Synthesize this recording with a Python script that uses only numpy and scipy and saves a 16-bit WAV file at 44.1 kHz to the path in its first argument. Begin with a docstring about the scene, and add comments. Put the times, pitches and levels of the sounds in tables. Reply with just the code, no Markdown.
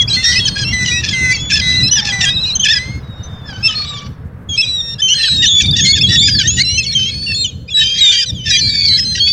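"""Thin gliding gull cries overlap and break into harsh squawks, close by, as a flock squabbles over food.
Each voice is a set of harmonics on a moving pitch; chance jolts in pitch and level make the squawks rough.
Decaying noise gives the echoes of the open tarmac and far buildings; more gulls call further off.
Filtered noise makes the wind that buffets the hand-held microphone and the rumble of distant traffic.
Quavering whistles and deep, hoarse calls join in later."""
import sys
import numpy as np
from scipy import signal
from scipy.fft import rfft, irfft, next_fast_len
from scipy.io import wavfile
from scipy.ndimage import uniform_filter1d, minimum_filter1d, map_coordinates

SR = 44100
rng = np.random.default_rng(int(sys.argv[2]) if len(sys.argv) > 2 else 0)


def persist_wave(psi):
    """Save psi, clipped to +-1, as 16-bit WAV."""
    counts = np.round(np.clip(psi, -1, 1) * 32767).astype(np.int16)
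    wavfile.write(sys.argv[1], SR, np.atleast_2d(counts).T)


N = 411012
T = np.arange(N) / SR  # time in seconds
TOP_HZ = 15800  # the recorder cuts everything above this
SWELL_DB = 1  # cries, trills and croaks are this much weaker at their ends than in the middle

# How a throat and wide-open bill colour a voice. Each row: frequency in Hz, relative level in dB.
THROAT = [(700, -52), (1200, -28.5), (1750, 3.5), (3300, 7.5), (4200, 1.5), (5300, 6.5), (6400, -1.5),
          (8500, -26.5), (14000, -53)]


def undb(db):
    """Turn decibels into a gain."""
    return 10 ** (np.asarray(db) / 20)


def unit(x):
    """Scale a sound to an rms (average strength) of 1."""
    return x / np.sqrt(np.mean(x ** 2))


def colour(x, points):
    """Filter a sound by a curve through (Hz, dB) points, joined along a logarithmic pitch scale."""
    hz, db = np.transpose(points)
    size = next_fast_len(len(x))
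    log_hz = np.log(np.arange(size // 2 + 1) * SR / size + 1)
    gain = undb(np.interp(log_hz, np.log(hz), db))
    return irfft(rfft(x, size) * gain, size)[:len(x)]


def wander(t, rate):
    """Smooth random curve with a spread near 1 that takes `rate` new values a second."""
    at = (t - t[0]) * rate
    values = rng.standard_normal(int(at[-1]) + 2)
    return map_coordinates(values, [at], order=2, mode="nearest")


def span(start, end, edge_s):
    """Sample numbers of a call, and a gate that opens and closes smoothly around its ends."""
    first = max(int((start - edge_s) * SR), 0)
    last = min(int((end + edge_s) * SR), N)
    i = np.arange(first, last)
    inside = np.minimum(T[i] - start, end - T[i]) / edge_s
    return i, .5 + .5 * np.sin(np.pi / 2 * np.clip(inside, -1, 1))


def turn(hz):
    """Phase of an oscillator that follows a pitch curve."""
    return 2 * np.pi * np.cumsum(hz) / SR


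def course(t, start, end, first_hz, last_hz, arch_hz, db, crescendo_db):
    """Pitch and gain of one call: both glide from start to end and bow as the bird pushes in the middle."""
    along = np.clip((t - start) / (end - start), 0, 1)
    push = 1 - (2 * along - 1) ** 2  # 0 at the ends, 1 in the middle
    hz = first_hz + (last_hz - first_hz) * along + arch_hz * push
    waver = 1 + .0045 * wander(t, 30)
    gain = undb(db + crescendo_db * (along - .5) - SWELL_DB * (1.0 - push))
    return hz * waver, gain


def third_harmonic(hz, second_db):
    """Level of the 3rd harmonic against the 1st, in dB, set by where it falls in the bill's resonance."""
    # Each row: frequency of the 3rd harmonic in Hz, its level against the lower two together in dB.
    bill_resonance = [(4800, -22), (5350, 10.5), (5750, -4), (6150, -13), (7500, -26.5), (9500, -42),
                      (13000, -49)]
    against_lower_two = np.interp(3 * hz.mean(), *np.transpose(bill_resonance))
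    return against_lower_two + 10 * np.log10(1 + undb(second_db) ** 2)


def cry(t, hz, second_db, third_db, low_rasp=0.0976):
    """The syrinx (voice organ) whistles a few harmonics and rattles on every fourth cycle, most when low."""
    phase = turn(hz * (1 + .003 * wander(t, 250)))
    full_and_low = hz.mean() < 2300 and second_db < 14
    rasp = low_rasp if full_and_low else .015
    rattle = rasp * (np.cos(phase / 4) * (1 + .5 * wander(t, 20)) + .28 * wander(t, 1800))
    gains = undb([0, second_db, third_db])
    gains = gains / np.linalg.norm(gains)
    voice = sum(g * np.sin(k * (phase + rattle)) for k, g in enumerate(gains, 1))
    for k in range(4, 7):  # the overtones die away with height
        overtone_gain = undb(np.minimum(26 - k * hz / 160, -24))
        fits = k * hz < SR / 2  # the sample rate cannot hold anything higher
        voice += overtone_gain * fits * np.sin(k * (phase + rattle))
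    flicker = undb(1.713 * wander(t, 44.8))
    return np.sqrt(2) * voice * (1 + rattle) * flicker


def cries(edge_s=0.0047):
    """The near birds' clear cries, each one a bowed glide in pitch."""
    # Each row: start in seconds, end in seconds, first pitch in Hz, last pitch in Hz, arch of the pitch
    # in Hz, level in dB, crescendo in dB, 2nd harmonic against the 1st in dB.
    cry_list = [ (0, 0.059, 3298, 3368, 1.5, -15.5, -21.5, -29.5),
                (0.078, 0.095, 2336, 2828, -41, -15, 2.5, 10.5),
                (0.098, 0.132, 4134, 4020, -150, -14, 2.5, -18.5),
                (0.131, 0.202, 4185, 4274, 41.5, -14, -11.5, -27),
                (0.168, 0.22, 2010, 2082, -14, -19.5, -2.5, -11),
                (0.192, 0.657, 4255, 4111, 161, -24, -4, -19),
                (0.243, 0.349, 1885, 1836, 2, -11.5, -20.5, 7),
                (0.256, 0.371, 1980, 2001, -29, -16, 0, -5.5), (0.357, 0.398, 2495, 2702, -9, -11, 1.5, 4),
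                (0.4, 0.448, 3352, 3256, -2.5, -15, -4.5, -34.5),
                (0.454, 0.475, 3301, 3013, -7, -11.5, -7.5, -7.5),
                (0.648, 0.726, 2654, 2882, 3, -19, -6.5, 0.5),
                (0.728, 0.851, 2025, 1989, -9.5, -15, -2, -7.5),
                (0.874, 1.014, 2018, 1891, -24, -16, -2, 3), (0.915, 1, 2389, 2644, 35, -18.5, -4.5, -10.5),
                (1.129, 1.332, 2075, 2020, -1, -14, 2, -16),
                (1.37, 1.497, 3310, 3408, 56.5, -23.5, 3, -8.5),
                (1.519, 1.559, 1795, 1749, -3, -12, 1.5, 14.5),
                (1.614, 1.828, 2029, 1998, -0.5, -16.5, -2.5, -2.5),
                (1.616, 1.727, 3789, 3933, 28, -17, 14, -40.5),
                (1.832, 1.888, 2574, 2702, -47.5, -14, 1.5, 8.5),
                (1.913, 1.978, 2881, 2745, 192.5, -8.5, -5, 10),
                (2.122, 2.329, 2003, 1960, -14.5, -21.5, -11, -7.5),
                (2.259, 2.299, 1651, 1691, -58, -11, -1, 10.5),
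                (2.288, 2.453, 2528, 2623, 24, -31, -12.5, -2.5),
                (2.453, 2.521, 2529, 2344, 38, -31.5, -9, -6.5),
                (2.554, 2.572, 3151, 3220, -100, -11.5, -7.5, 9.5),
                (2.597, 2.625, 3112, 3339, -66, -11.5, -10, 2.5),
                (2.627, 2.646, 3366, 2958, -37, -9.5, 8.5, -9.5),
                (2.753, 2.996, 1955, 2155, 19.5, -28.5, -19, -6),
                (3.03, 3.47, 3859, 3519, 1, -41, 1.5, -30), (3.234, 3.276, 3012, 3058, -1.5, -38.5, -9, 22),
                (3.629, 3.677, 2580, 2629, 57.5, -8.5, 19, 3),
                (3.681, 3.748, 3302, 3008, -170, -20.5, -16, -16.5),
                (3.751, 3.852, 4270, 4387, -1.5, -20, -6, -36),
                (3.856, 3.997, 3790, 3064, 304, -29, -2, -16),
                (4.491, 4.561, 3360, 3254, -56.5, -18, 5, -9),
                (4.565, 4.658, 4020, 3880, -8, -25.5, 5, -12.5),
                (4.661, 4.816, 3867, 3598, 197, -15.5, 4, -24.5),
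                (4.578, 4.619, 2562, 2684, -49.5, -8.5, 4, 2.5),
                (4.616, 4.945, 1942, 1832, -3, -28, 16, 17.5),
                (4.618, 4.643, 3430, 3257, -0.5, -14.5, 6, -40),
                (4.984, 5.011, 1634, 1784, -8.5, -22.5, 19.5, 9),
                (5.02, 5.17, 3110, 3257, -82.5, -13, -8, -9),
                (5.085, 5.139, 2650, 3004, 111.5, -9.5, 10, -4.5),
                (5.152, 5.610, 4236, 3432, -68.5, -12.5, 6.5, -19.5),
                (5.232, 5.274, 3390, 2988, 5.5, -14, -13.5, -18.5),
                (5.251, 5.369, 4546, 4343, -280, -17.5, 2, -21.5),
                (5.277, 5.291, 1751, 1490, -61.5, -23, 1, -4),
                (5.455, 5.479, 2885, 3001, 21.5, -7.5, -2.5, 3),
                (5.454, 5.61, 3125, 3362, 132.5, -14.5, 8, -4),
                (5.459, 5.494, 4380, 3770, -64, -14, 1.5, -32),
                (5.608, 5.616, 3383, 3097, 57, -17.5, -5, -12),
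                (5.659, 5.676, 4535, 4475, -7, -20.5, -6.5, -18.5),
                (5.712, 5.719, 4640, 4640, 1, -13, -15.5, -28),
                (5.806, 5.985, 3184, 3280, 199, -18, -14, 5),
                (5.851, 5.92, 2039, 2214, 29.5, -3.5, 18, 11.5),
                (6.012, 6.029, 2495, 2765, -35.5, -5, -9, 5.5),
                (6.034, 6.082, 3524, 3466, -200, -10, -8, -20),
                (6.069, 6.204, 3932, 3727, 46.5, -14, 6, -23.5),
                (6.086, 6.282, 3487, 3433, 1.5, -13.5, 8, -20.5),
                (6.122, 6.157, 1825, 1872, -35, -10, 4.5, -2),
                (6.171, 6.282, 3320, 3404, 241.5, -9.5, 1.5, -9.5),
                (6.189, 6.234, 3826, 4780, 97, -16, -5.5, -32.5),
                (6.238, 6.401, 4740, 3927, 558.5, -11.5, -2.5, -34.5),
                (6.39, 6.421, 3458, 2897, -1, -14, -15.5, -9.5),
                (6.475, 6.603, 3078, 3277, 312, -17, -17, 9),
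                (6.582, 6.624, 1927, 2283, -47.5, -10.5, 12.5, 7.5),
                (6.633, 6.847, 4019, 4253, -28, -19, -12.5, -23),
                (6.648, 6.801, 2733, 3170, -58.5, -19, 1.5, 3.5),
                (6.779, 6.824, 2702, 2502, 16, -15.5, -12, -6),
                (6.832, 6.876, 3617, 2672, -54.5, -22.5, -11.5, -3.5),
                (6.865, 6.949, 4485, 4130, -43, -20, -15, -27.5),
                (6.922, 6.944, 1738, 1947, 17.5, -17, 1, 14),
                (6.951, 7.106, 3198, 3368, -190, -14.5, -7.5, -13.5),
                (7.109, 7.443, 4272, 4107, 277, -20, 6.5, -24),
                (7.266, 7.338, 2821, 2641, -25.5, -19.5, 0.5, -13),
                (7.344, 7.504, 3380, 3205, 391, -23, -8.5, -4.5),
                (7.445, 7.47, 3156, 2857, 1.5, -16, -13.5, -9.5),
                (7.703, 7.739, 3650, 3300, -95.5, -22, 8.5, -16.5),
                (7.742, 7.842, 3918, 3794, -8, -9, -2, -20), (7.802, 8.105, 3053, 3345, 23, -16, -7, -18.5),
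                (7.840, 7.996, 2437, 2375, -24, -23, -2, 11),
                (7.976, 8.003, 1800, 2198, -26.5, -14.5, 7.5, 17),
                (8.008, 8.114, 3867, 3552, -48, -2.5, 6, -18),
                (8.109, 8.214, 3321, 3092, 7.5, -13.5, 3.5, -15.5),
                (8.125, 8.238, 2195, 2403, 69, -16, 6, 14.5),
                (8.212, 8.251, 1772, 1493, -7, -24, -5.5, 12.5),
                (8.26, 8.31, 2019, 1775, 34, -17.5, 3, 26.5),
                (8.348, 8.454, 3537, 3080, -240, -26, 3.5, -13),
                (8.506, 8.574, 1950, 2016, -44, -13.5, -8.5, 15), (8.511, 8.57, 2458, 2363, 1, -13, 10, 2),
                (8.534, 8.598, 3234, 3390, -6.5, -14, -5.5, -20),
                (8.571, 8.605, 3132, 3037, -21.5, -14, 2.5, 7.5),
                (8.591, 8.968, 4408, 4282, 238.5, -15, 9.5, -60),
                (8.611, 8.713, 4129, 4014, 90.5, -16.5, -8.5, -31),
                (8.611, 8.956, 2369, 2193, -27.5, -19.5, -2, 9),
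                (8.69, 8.868, 3860, 3338, -42, -27, -5.5, -13.5),
                (8.854, 8.866, 4330, 5520, -2.5, -15.5, -2.5, -34.5),
                (8.877, 8.974, 4176, 3984, -45, -9, -1, -28.5),
                (8.796, 8.965, 4395, 4200, 62.5, -18, -1, -50),
                (8.976, 9.045, 2542, 2579, 14.5, -14, 0.5, 30),
                (9.049, 9.158, 2059, 2062, 14, -18, -5.5, 33.5),
                (9.203, 9.331, 3186, 3530, 17.5, -15.5, -17, -22),
                (9.196, 9.323, 4396, 4575, 9, -12.5, 0, -35.5)]
    out = np.zeros(N)
    for start, end, *shape, second_db in cry_list:
        i, gate = span(start, end, edge_s)
        hz, gain = course(T[i], start, end, *shape)
        out[i] += gate * gain * cry(T[i], hz, second_db, third_harmonic(hz, second_db))
    return out


def buzz(t, hz, rough, lurch=0.017, doubling=1.0):
    """Driven too hard, the membranes lurch in pitch, slip at random and flicker into a doubled period."""
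    phase = turn(hz * (1 + lurch * wander(t, 90)))
    slips = .115 * wander(t, 1100) + .19 * wander(t, 300)
    beat = doubling * wander(t, 260) * np.cos(phase / 2)
    voice = 0
    for k in range(1, int(TOP_HZ / hz.mean()) + 1):
        flicker = undb(4.71 * wander(t, 89.14))  # each harmonic has its own
        voice = voice + flicker * np.sin(k * (phase + rough * slips) + 2 * np.pi * rng.random())
    return voice * (1 + rough * beat)


def squawks(edge_s=.009, sag=0.08, fall_s=0.011, bill_spread=0.046):
    """Bursts start as rasp, clear into a voice and chirp downward; the bill opens differently each time."""
    # Each row: start in seconds, end in seconds, first pitch in Hz, last pitch in Hz (before the chirp),
    # level in dB, basic roughness (a plain number; the voice starts above it and clears to below it).
    squawk_list = [(0.002, 0.03, 2228, 2060, -23, 0.83), (0.094, 0.172, 1651, 1590, -22.5, 1.11),
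                   (0.23, 0.258, 1894, 1827, -17.5, 1.23), (0.318, 0.401, 2073, 1975, -21, 1.43),
                   (0.472, 0.492, 1759, 1696, -15, 1), (0.559, 0.643, 1649, 1660, -19, 1.23),
                   (0.852, 0.905, 1980, 1993, -18, 1.41), (1.033, 1.101, 1796, 1701, -18, 1.8),
                   (1.091, 1.155, 1805, 1596, -21.5, 0.8), (1.312, 1.369, 2277, 2320, -18, 0.31),
                   (1.501, 1.526, 1758, 1810, -15.5, 2.15), (1.529, 1.608, 1786, 1679, -14.5, 1.34),
                   (1.968, 2.007, 1828, 1600, -14, 0.64), (2.05, 2.117, 1761, 1727, -17.5, 1.46),
                   (2.208, 2.256, 1926, 1812, -12.5, 1.3), (2.646, 2.673, 1739, 1816, -9.5, 1),
                   (2.684, 2.735, 1694, 1895, -10, 0.82), (2.729, 2.787, 1701, 1707, -14, 0.89),
                   (5.081, 5.143, 1395, 1472, -22, 0.07), (5.178, 5.29, 1845, 1752, -20.5, 1.69),
                   (5.28, 5.429, 1825, 1750, -30, 1.92), (5.426, 5.46, 1977, 1810, -11, 1.43),
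                   (5.601, 5.626, 1903, 1609, -14.5, 1.33), (5.759, 5.81, 1807, 1958, -14.5, 1.15),
                   (5.843, 5.886, 2139, 2151, -13, 1.11), (5.956, 5.99, 1823, 1741, -19, 1.46),
                   (6.09, 6.174, 1844, 1963, -16, 1.34), (6.276, 6.299, 1884, 1566, -14, 1.2),
                   (6.395, 6.433, 1752, 1446, -15, 1.17), (6.435, 6.482, 1715, 2018, -18.5, 0.73),
                   (6.571, 6.598, 1899, 2008, -15.5, 1.46), (7.681, 7.723, 2330, 3053, -31, 0.65),
                   (7.771, 7.843, 1788, 1749, -18, 1.23), (8.119, 8.244, 2014, 1820, -21.5, 1.64),
                   (8.457, 8.516, 1813, 1751, -15.5, 1.34), (8.512, 8.615, 1781, 1828, -25, 0.65),
                   (8.883, 8.927, 2170, 1988, -25.5, 1.27), (8.967, 9.001, 2250, 1827, -22, 1.33),
                   (9.152, 9.195, 1942, 2020, -20, 1.57)]
    out = np.zeros(N)
    for start, end, first_hz, last_hz, db, rough in squawk_list:
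        i, gate = span(start, end, edge_s)
        chirp = 1 - sag * np.exp(np.minimum((T[i] - end) / fall_s, 1))
        hz = np.linspace(first_hz, last_hz, len(i)) * chirp
        roughness = rough * np.linspace(1.35, .45, len(i))
        # shift all the throat's frequencies together
        throat = np.multiply(THROAT, [1 + bill_spread * rng.standard_normal(), 1])
        voice = buzz(T[i], hz, roughness) / np.hypot(1, roughness)
        out[i] += undb(db) * unit(gate * colour(voice, throat))
    return out


def far_flock(near, count=170, far_db=-14, rough=1.734):
    """Gulls further off join in with arched cries and short rasps whenever the near ones are excited."""
    out = np.zeros(N)
    for when, length, height, size in rng.random((count, 4)):
        start = when * T[-1]
        i, _ = span(start, start + 0.0595 + length / 5, edge_s=.01)
        arch = np.sin(np.linspace(0, np.pi, len(i)))
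        hz = 1900 * (1 + height) * (1 + arch / 10)
        if height < .7:  # low voices break up, high ones stay clear
            voice = buzz(T[i], hz, rough) / 2
        else:
            voice = cry(T[i], hz, 0, -25.5)
        out[i] += size * arch * voice
    # they answer what they have just heard: the average looks back about a tenth of a second
    excitement = uniform_filter1d(np.abs(near), size=SR // 10, origin=SR // 21)
    return undb(far_db) * excitement * colour(out, THROAT)


def surroundings(x, near_t60_s=0.58, near_db=-21, far_t60_s=1.0, far_db=-30):
    """Open ground: a quick scatter off the tarmac, and fainter, longer echoes from cars and far walls."""
    t = T[:SR]
    tail = 0
    for t60, db in ((near_t60_s, near_db), (far_t60_s, far_db)):  # t60: time to fade by 60 dB
        fade = undb(-60 * t / t60) * (1 - np.exp(-t / .005))
        echoes = rng.standard_normal(SR) * fade
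        tail = tail + undb(db) * echoes / np.linalg.norm(echoes)
    dull = signal.butter(2, 6500, fs=SR, output="sos")
    return signal.fftconvolve(x, signal.sosfilt(dull, tail))[:N]


def wind(gain_db=-1.5, eddies_db=-11):
    """Eddies (swirls of air) thump on the microphone; the stronger ones reach higher."""
    # Each row: time in seconds, level in dB before gain_db.
    gusts = [(0, -23.5), (.9, -21), (1.7, -23.5), (1.81, -13.5), (1.9, -25), (4.3, -27.5), (5.27, -32.5),
             (5.38, -14.5), (5.52, -23), (5.7, -18), (6.1, -17), (6.9, -24.5), (7.5, -28), (8.26, -34.5),
             (8.33, -17.5), (8.42, -26.5), (8.9, -22.5), (9.32, -28)]
    # The wind's tone. Each row: frequency in Hz, relative level in dB.
    wind_tone = [(25, -34), (70, 2), (120, 1.5), (200, -6), (350, -32), (800, -58.5), (4000, -57.5)]
    db = np.interp(T, *np.transpose(gusts)) + 3 * wander(T, 30)
    air = unit(colour(rng.standard_normal(N), wind_tone))
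    band = signal.butter(2, [160, 320], "band", fs=SR, output="sos")
    small_eddies = unit(signal.sosfilt(band, rng.standard_normal(N)))
    eddies_gain = undb(eddies_db + (db - db.max()) / 3)
    return undb(db + gain_db) * (air + eddies_gain * small_eddies)


def traffic(drone_hz=480, drone_db=-48):
    """Noise for a distant road, heard at a slowly sinking level, over a narrow noise band as a steady drone."""
    # The rumble's tone. Each row: frequency in Hz, relative level in dB.
    rumble_tone = [(90, 1), (330, -18.5), (500, -13), (700, -12), (1600, -13), (2600, -27.5), (7000, -54.5),
                   (15000, -51)]
    # The rumble's level as heard, before small random changes. Each row: time in seconds, level in dB.
    rumble_level = [(0, -35), (3.5, -38.5), (5.2, -43.5), (7.4, -52.5)]
    db = np.interp(T, *np.transpose(rumble_level)) + wander(T, 3.0)
    rumble = unit(colour(rng.standard_normal(N), rumble_tone)) * undb(db)
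    band = signal.butter(2, [drone_hz - 70, drone_hz + 70], "band", fs=SR, output="sos")
    drone = unit(signal.sosfilt(band, rng.standard_normal(N)))
    return rumble + undb(drone_db) * drone


def trills(edge_s=0.0058, second_db=-33):
    """Whistles whose pitch quavers up and down, while the level changes with each quaver."""
    # Each row: start in seconds, end in seconds, first pitch in Hz, last pitch in Hz, quavers per second,
    # quaver depth in Hz, level in dB, dip at each pitch crest in dB (a negative dip is a rise).
    trill_list = [(1.725, 1.906, 3959, 4042, 17.1, 110, -14.5, -1),
                  (2.288, 2.549, 3792, 4030, 15.64, 134, -15.5, 1.5),
                  (5.619, 6.034, 3679, 3470, 20.3, 123.5, -11.5, 11.5)]
    out = np.zeros(N)
    for start, end, first_hz, last_hz, rate, depth_hz, db, dip_db in trill_list:
        i, gate = span(start, end, edge_s)
        hz, gain = course(T[i], start, end, first_hz, last_hz, 0, db, 0)
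        quaver = np.cos(2 * np.pi * rate * (T[i] - start))
        voice = cry(T[i], hz + depth_hz * quaver, second_db, third_harmonic(hz, second_db))
        dip = undb(-dip_db * (1 + quaver) / 2)
        out[i] += gate * gain * dip * voice
    return out


def croaks():
    """Deep, hoarse calls: the squawks' buzz in a lower register, drawn out."""
    # Each row: start in seconds, end in seconds, first pitch in Hz, last pitch in Hz, arch of the pitch
    # in Hz, level in dB, crescendo in dB, roughness (a plain number).
    croak_list = [(1.957, 2.302, 911, 762.6, -42.5, -32.5, 2.5, 1.34),
                  (3.467, 3.632, 1772, 1634, -170, -32, -8.5, 0.88),
                  (3.645, 4.07, 1328, 1157, -53, -31, -2, 1.2)]
    # How a deep caller's throat colours the voice. Each row: frequency in Hz, relative level in dB.
    deep_throat = [(500, -25.5), (800, 6), (1300, 0), (2000, -3), (3500, -1.5), (5200, -1.5), (8500, -39.5),
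                   (14000, -58)]
    out = np.zeros(N)
    for start, end, *shape, rough in croak_list:
        i, gate = span(start, end, edge_s=.025)
        hz, gain = course(T[i], start, end, *shape)
        voice = buzz(T[i], hz, rough, lurch=0.012, doubling=0.49)
        out[i] += gate * gain * unit(colour(voice, deep_throat))
    return out


def scene():
    """Birds, their echoes, wind and road."""
    near = cries() + squawks() + trills() + croaks()
    birds = near + far_flock(near)
    return (birds + surroundings(birds) + wind() + traffic())[None]


def record(dry):
    """A fast limiter holds the loudest peaks near 0.92; the recorder cuts the top."""
    peak = -minimum_filter1d(-np.abs(dry), size=129)  # largest value nearby
    gain = uniform_filter1d(np.minimum(1, .92 / (peak + 1e-9)), size=129)
    top_cut = signal.ellip(8, .2, 70, TOP_HZ, fs=SR, output="sos")
    return signal.sosfilt(top_cut, dry * gain)


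dry = scene()
out = record(dry)
persist_wave(out)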